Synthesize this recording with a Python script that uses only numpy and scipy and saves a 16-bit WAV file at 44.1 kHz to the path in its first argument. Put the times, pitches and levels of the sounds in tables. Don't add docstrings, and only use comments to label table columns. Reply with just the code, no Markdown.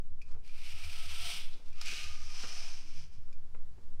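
import sys
import numpy as np
from scipy import signal
from scipy.fft import rfft, irfft, next_fast_len
from scipy.io import wavfile
from scipy.ndimage import uniform_filter1d, map_coordinates

SR = 44100
rng = np.random.default_rng(int(sys.argv[2]) if len(sys.argv) > 2 else 0)


def transcribe(u):
    v = np.clip(np.atleast_2d(u).T, -1, 1)
    q = np.round(v * 32767).astype(np.int16)
    wavfile.write(sys.argv[1], SR, q)


N = 176400

# (time [s], level [dB])
AIR_LEVEL = [(0, -69), (.8, -66), (3.0, -66), (4.0, -64.5)]
RUMBLE_LEVEL = [(0, -70), (1.3, -65), (1.45, -73), (1.7, -63.5), (1.9, -65.5), (2.1, -54), (2.35, -71),
                (2.7, -67), (3.0, -63.5), (3.4, -65), (4.0, -59.5)]
# (pitch [Hz], relative level [dB])
AIR_COLOUR = [(50, 2.5), (100, -2.5), (140, 3), (200, -2), (280, -9), (500, -13), (720, -16), (1000, -16.5),
              (2500, -24), (5000, -24.5), (9000, -30.5), (15000, -38)]
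RUMBLE_COLOUR = [(30, -58), (55, -7), (76, -1), (88, -6.5), (108, -20.5), (200, -43), (400, -88)]
SWAY_COLOUR = [(1, -40), (3, 0.5), (8, 11), (14, -19), (25, -33), (45, -31.5), (70, -35.5), (120, -67),
               (300, -110)]
# (peak time [s], half length [s], level [dB])
THUMPS = [(0.113, 0.041, -51.5), (0.361, 0.026, -48.5), (0.748, .02, -51), (0.869, 0.037, -45.5),
          (1.095, 0.067, -51.5), (1.244, 0.046, -50.5), (1.654, .025, -60), (2.25, .05, -51),
          (2.453, .03, -56), (3.186, .015, -51.5)]

# (time [s], snap level [dB], ring level [dB], snap rise [s])
CLICKS = [(0.2158, -52, -49.5, .003), (0.447, -63, -68, .002), (0.475, -55, -70, .001),
          (0.4933, -66, -53, .001), (0.5783, -53, -58, .002), (0.689, -51, -57, .001),
          (0.72, -52, -60, .001), (0.837, -48, -49, .001), (0.896, -66, -51, .001), (1.659, -63, -80, .002),
          (1.682, -57, -72, .001), (1.7283, -59, -60, .0006), (1.813, -37, -52, .0008),
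          (1.855, -34, -57, .008), (2.0386, -42, -49, .0015), (2.3008, -50.5, -54, .001),
          (2.47, -48, -55, .001), (2.601, -55, -58, .001), (3.327, -59.5, -62, .001)]
# (pitch [Hz], relative level [dB], time to fade 60 dB [s])
GLIDER_TONES = [(2406, 1, 0.065), (2465, -4, 0.05), (2530, -8, 0.11), (2750, -9, 0.03), (3338, -19, .04),
                (5114, -19, 0.05)]
# (pitch [Hz], relative level [dB])
SNAP_COLOUR = [(300, -35), (900, -10), (1800, -4.5), (2500, -17), (3600, -4.5), (5200, 1), (6900, -8),
               (8600, -14), (11000, -18), (15700, -32)]
CRACK_COLOUR = [(3000, -26), (5000, 21), (7000, -6), (9000, 4), (14000, 0), (15700, -28)]

# (peak time [s], half length [s], level [dB])
SWISHES = [(0.306, 0.054, -69.5), (1.555, 0.15, -69.5), (1.67, 0.046, -80), (3.842, 0.084, -78)]
# (time [s], thud level [dB], knock level [dB], rise [s], time to fade 60 dB [s])
BUMPS = [(0.291, -64.5, -71.5, 0.019, 0.41), (0.3482, -54.5, -63.5, 0.0006, 0.047),
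         (0.364, -58, -71, 0.0011, 0.043), (1.545, -57, -66, 0.003, 0.091),
         (1.596, -59, -77, 0.0052, 0.086), (1.922, -49, -63, 0.0024, 0.053),
         (2.433, -48, -43.5, 0.0028, 0.11), (3.275, -66, -67, 0.01, 0.23),
         (3.5458, -54.5, -56, .0005, 0.065), (3.779, -58, -66, 0.0022, 0.09)]
# (pitch [Hz], relative level [dB])
CLOTH_COLOUR = [(300, 6.5), (1200, 2), (2500, -4), (5000, -0.5), (9000, -10.5), (15000, -33)]
THUD_COLOUR = [(100, -17), (220, -4.5), (400, -0.5), (600, -7), (1000, -12.5), (3000, -58)]
KNOCK_COLOUR = [(300, -20), (800, -9), (1250, 8.5), (1800, -3.5), (2600, -4), (3200, -17), (4500, -22),
                (10000, -42)]

# (time [s], level [dB])
PULL_LEVEL = [(0.42, -80), (0.45, -67), (0.498, -62.5), (0.512, -62.5), (0.65, -53.5), (1.02, -50.5),
              (1.3, -43.5), (1.382, -46.5), (1.472, -56.5), (1.652, -75), (1.66, -65.5)]
SHOVE_LEVEL = [(1.68, -84), (1.76, -61), (1.84, -47.5), (1.87, -41), (1.93, -42), (2.05, -45.5),
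               (2.15, -54.5), (2.3, -80), (2.45, -83)]
GLIDE_LEVEL = [(2.08, -59), (2.2, -56), (2.32, -54.5), (2.41, -49), (2.58, -49.5), (2.71, -53),
               (2.85, -61.5), (2.92, -60.5), (2.99, -58), (3.05, -65), (3.1, -77), (3.14, -68.5),
               (3.19, -77), (3.3, -82)]
# (pitch [Hz], relative level [dB])
PULL_COLOUR = [(150, -9.5), (550, -22), (850, -12), (1080, -12), (1500, -8.5), (1750, -11), (2050, -5),
               (2350, 2.5), (3200, -3), (3950, -3.5), (5000, -1), (5900, -4), (6600, -12.5), (7900, -11.5),
               (8700, -8), (9700, -14), (13000, -18.5), (15700, -26)]
SHOVE_COLOUR = [(150, -14), (550, -24), (1050, -20), (1550, -7), (1950, -9), (2300, -1.5), (2900, 0.5),
                (3400, -6), (4600, -4.5), (5800, -5.5), (6800, -13), (8700, -16), (10500, -22),
                (15700, -33)]
GLIDE_COLOUR = [(150, -20.5), (400, -16), (570, -25), (720, -13), (900, -11), (1300, -8.5), (1950, -10.5),
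                (2400, -5.5), (3000, -2), (3600, -8.5), (4400, -4), (5200, 0), (6100, -1.5), (6800, -12),
                (8700, -14.5), (10500, -21), (15700, -34)]
# (pitch at the stroke's peak [Hz], width [Hz],
# relative level [dB], growth [dB per dB of speed], pitch drift [Hz/s])
PULL_RINGS = [(3206, 440, -2.5, 0.5, 749), (8630, 560, -15, 2, 730)]
SHOVE_RINGS = [(2260, 70, -14, .1, 0), (2500, 60, -13, .1, 0)]
GLIDE_RINGS = [(2410, 200, -10.5, 0, 0.015), (5260, 150, -6.5, 0.56, 0)]
# (time [s], pitch [Hz], level [dB])
FIRST_LOW_TONE = [(.58, 700, -81), (.8, 705, -71), (1.17, 705, -69.5), (1.25, 705, -60), (1.315, 705, -59),
                  (1.35, 705, -71), (1.45, 705, -80)]
FIRST_HIGH_TONE = [(.5, 1290, -82), (.85, 1295, -68.5), (.97, 1305, -63), (1.05, 1305, -65),
                   (1.2, 1335, -61), (1.32, 1315, -61.5), (1.4, 1315, -78)]
SECOND_LOW_TONE = [(1.76, 705, -82), (1.82, 705, -72), (2.05, 685, -72), (2.3, 700, -78), (2.5, 706, -66.5),
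                   (2.64, 689, -67.5), (2.8, 691, -87)]
SECOND_HIGH_TONE = [(1.73, 1255, -88), (1.79, 1232, -66), (1.94, 1230, -67), (2.01, 1220, -62),
                    (2.2, 1217, -68), (2.33, 1225, -68.5), (2.6, 1230, -77)]
# (pitch [Hz], relative level [dB])
RATTLE_COLOUR = [(2000, -21), (6500, -13), (8700, 4), (13000, -7), (15700, -11)]
SCRAPE_COLOUR = [(1500, -30), (3000, -4), (3900, 2), (5500, -4), (7000, -29), (15000, -50)]
TICK_COLOUR = [(1000, -32), (2500, -14), (4200, -14), (4900, -3), (5250, 3), (5600, -4), (6000, -3),
               (6700, -17), (8700, -19), (11000, -30), (15700, -42)]

# (peak time [s], half length [s], pitch [Hz], level [dB])
HUMS = [(2.86, 0.06, 298.7, -70), (3.01, .06, 140, -57)]
# (pitch [Hz], time to fade 60 dB [s])
ECHO_FADE = [(200, 0.69), (2500, 0.44), (12000, 0.089)]

HARD_CLICK_DB, CRACK_DB = -39, -9
FULL_SPEED_DB, TREBLE_HZ = -45, 3100
ECHO_DB, TOP_HZ = -11.5, 15750


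def amp(db):
    return 10 ** (np.asarray(db) / 20)


def unit(x):
    return x / np.sqrt(np.mean(x ** 2) + 1e-20)


def clock():
    return np.arange(N) / SR


def at_pitch(points, hz):
    pitches, values = np.transpose(points)
    return np.interp(np.log(hz + 1), np.log(pitches + 1), values)


def level(rows):
    times, db = np.transpose(rows)
    outside_s = np.abs(clock() - np.clip(clock(), times[0], times[-1]))
    return np.interp(clock(), times, db) - 100 * outside_s


def wobble(per_s):
    return map_coordinates(rng.standard_normal(1024), [clock() * per_s], mode="wrap")


def filtered(x, response):
    size = next_fast_len(N + SR // 2)
    return irfft(rfft(x, size) * response(np.fft.rfftfreq(size, 1 / SR)), size)[:N]


def coloured(x, colour):
    size = 4096
    cepstrum = irfft(np.log(amp(at_pitch(colour, np.fft.rfftfreq(size, 1 / SR)))))
    cepstrum[1:size // 2] *= 2
    cepstrum[size // 2 + 1:] = 0
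    return signal.fftconvolve(x, irfft(np.exp(rfft(cepstrum))))[:N]


def noise(colour):
    return unit(filtered(rng.standard_normal(N), lambda hz: amp(at_pitch(colour, hz))))


def steadied(x, window_s):
    power = np.abs(uniform_filter1d(x ** 2, int(SR * window_s)))
    return unit(x / np.sqrt(power + 0.25))


def hit(start_s, rise_s, fade_s):
    t = np.maximum(clock() - start_s, 0)
    return (1 - np.exp(-t / rise_s)) * amp(-60 * t / fade_s)


def swell(peak_s, half_s):
    return np.exp(-((clock() - peak_s) / half_s) ** 2)


def jolts(per_s, spread_db=1.5):
    sizes = amp(spread_db * np.minimum(rng.exponential(size=N), 3))
    return unit((rng.random(N) < per_s / SR) * sizes * rng.choice([-1, 1], N))


def friction():
    return unit(rng.standard_normal(N) + amp(-3) * jolts(per_s=700))


def ringing(pitch_hz, width_hz):
    phase = 2 * np.pi * np.cumsum(pitch_hz) / SR
    a, b = (unit(filtered(rng.standard_normal(N), lambda hz: 1 / (1 + (hz / width_hz) ** 2)))
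            for _ in range(2))
    return a * np.cos(phase) + b * np.sin(phase)


def room_background():
    rumble = amp(level(RUMBLE_LEVEL) + 2) * steadied(noise(RUMBLE_COLOUR), window_s=0.23)
    sway = amp(-29) * steadied(noise(SWAY_COLOUR), window_s=0.32)
    air = amp(level(AIR_LEVEL)) * noise(AIR_COLOUR)
    return rumble + sway + air


def deep_thumps(pitch_hz=77):
    out = np.zeros(N)
    for peak_s, half_s, db in THUMPS:
        phase = 2 * np.pi * (pitch_hz * clock() + rng.random()) + wobble(34.92)
        out += amp(db) * np.sqrt(2) * swell(peak_s, half_s) * np.sin(phase)
    return out


def glider_clicks():
    snap, crack, out = noise(SNAP_COLOUR), noise(CRACK_COLOUR), np.zeros(N)
    t = np.arange(SR // 5) / SR
    for start_s, snap_db, ring_db, rise_s in CLICKS:
        out += amp(snap_db) * snap * hit(start_s, rise_s, fade_s=0.04)
        crack_db = snap_db + CRACK_DB + 2 * min(snap_db - HARD_CLICK_DB, 0)
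        out += amp(crack_db) * crack * hit(start_s, rise_s, fade_s=0.03)
        ring = np.zeros(len(t))
        for hz, db, fade_s in GLIDER_TONES:
            fade = amp(db + rng.normal(0, 1.5) - 60 * t / fade_s)
            ring += fade * np.sin(2 * np.pi * hz * rng.normal(1, 0.003) * t)
        out[round(start_s * SR):][:len(t)] += amp(ring_db) * ring * (1 - np.exp(-t / 0.00095))
    return out


def cloth_rustle():
    swishes = sum(amp(db) * swell(peak_s, half_s) for peak_s, half_s, db in SWISHES)
    return noise(CLOTH_COLOUR) * amp(2.8 * wobble(98)) * swishes


def hand_bumps():
    thud, knock = noise(THUD_COLOUR), noise(KNOCK_COLOUR)
    return sum((amp(thud_db) * thud + amp(knock_db) * knock) * hit(start_s, rise_s, fade_s)
               for start_s, thud_db, knock_db, rise_s, fade_s in BUMPS)


def glider_slide(stroke, colour, rings, brighten, uneven_db, gain_db):
    db = level(stroke)
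    speed_db = np.maximum(db - FULL_SPEED_DB, -12)
    since_peak_s = clock() - np.argmax(db) / SR
    rail = unit(coloured(friction(), colour))
    treble = filtered(rail, lambda hz: hz ** 4 / (hz ** 4 + TREBLE_HZ ** 4))
    rail += treble * (amp(brighten * speed_db) - 1)
    for hz, width_hz, ring_db, growth, drift in rings:
        rail += amp(ring_db + growth * speed_db) * ringing(hz + drift * since_peak_s, width_hz)
    return amp(db + gain_db + uneven_db * wobble(70)) * rail


def glider_ticks(stroke, colour, per_s, gain_db):
    return amp(level(stroke) + gain_db) * unit(coloured(jolts(per_s), colour))


def rail_tones():
    out = np.zeros(N)
    for curve, width_hz in ((FIRST_LOW_TONE, 23), (FIRST_HIGH_TONE, 28),
                            (SECOND_LOW_TONE, 45), (SECOND_HIGH_TONE, 28)):
        times, hz, db = np.transpose(curve)
        tone = steadied(ringing(np.interp(clock(), times, hz), width_hz), window_s=0.061)
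        out += amp(level(np.transpose([times, db]))) * tone
    return out


def short_scrape():
    return amp(-57.5) * swell(peak_s=1.535, half_s=0.014) * unit(coloured(friction(), SCRAPE_COLOUR))


def low_hums():
    out = np.zeros(N)
    for peak_s, half_s, hz, db in HUMS:
        phase = 2 * np.pi * hz * clock() + 0.25 * wobble(25.16)
        out += amp(db) * np.sqrt(2) * swell(peak_s, half_s) * np.sin(phase)
    return out


def room_echo(x):
    hz, t, spectrum = signal.stft(rng.standard_normal(SR // 2), SR, nperseg=256)
    fade = amp(-60 * t / at_pitch(ECHO_FADE, hz)[:, None])
    tail = signal.istft(spectrum * fade, SR, nperseg=256)[1]
    delayed_tail = np.pad(tail / np.linalg.norm(tail), (SR // 300, 0))
    return signal.fftconvolve(x, delayed_tail)[:N]


def scene():
    curtain = (
        glider_slide(PULL_LEVEL, PULL_COLOUR, PULL_RINGS, brighten=0.25, uneven_db=1.3, gain_db=0)
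        + glider_slide(SHOVE_LEVEL, SHOVE_COLOUR, SHOVE_RINGS,
                       brighten=0.097, uneven_db=-0.3, gain_db=-1.5)
        + glider_slide(GLIDE_LEVEL, GLIDE_COLOUR, GLIDE_RINGS, brighten=0.11, uneven_db=1, gain_db=1)
        + rail_tones()
        + glider_ticks(GLIDE_LEVEL, TICK_COLOUR, per_s=170, gain_db=-8)
        + glider_ticks(PULL_LEVEL, RATTLE_COLOUR, per_s=140, gain_db=-19)
        + glider_clicks() + hand_bumps() + cloth_rustle() + short_scrape() + low_hums())
    return (curtain + amp(ECHO_DB) * room_echo(curtain) + deep_thumps() + room_background())[None]


def record(dry):
    return filtered(dry[0], lambda hz: hz < TOP_HZ)[None]


dry = scene()
out = record(dry)
transcribe(out)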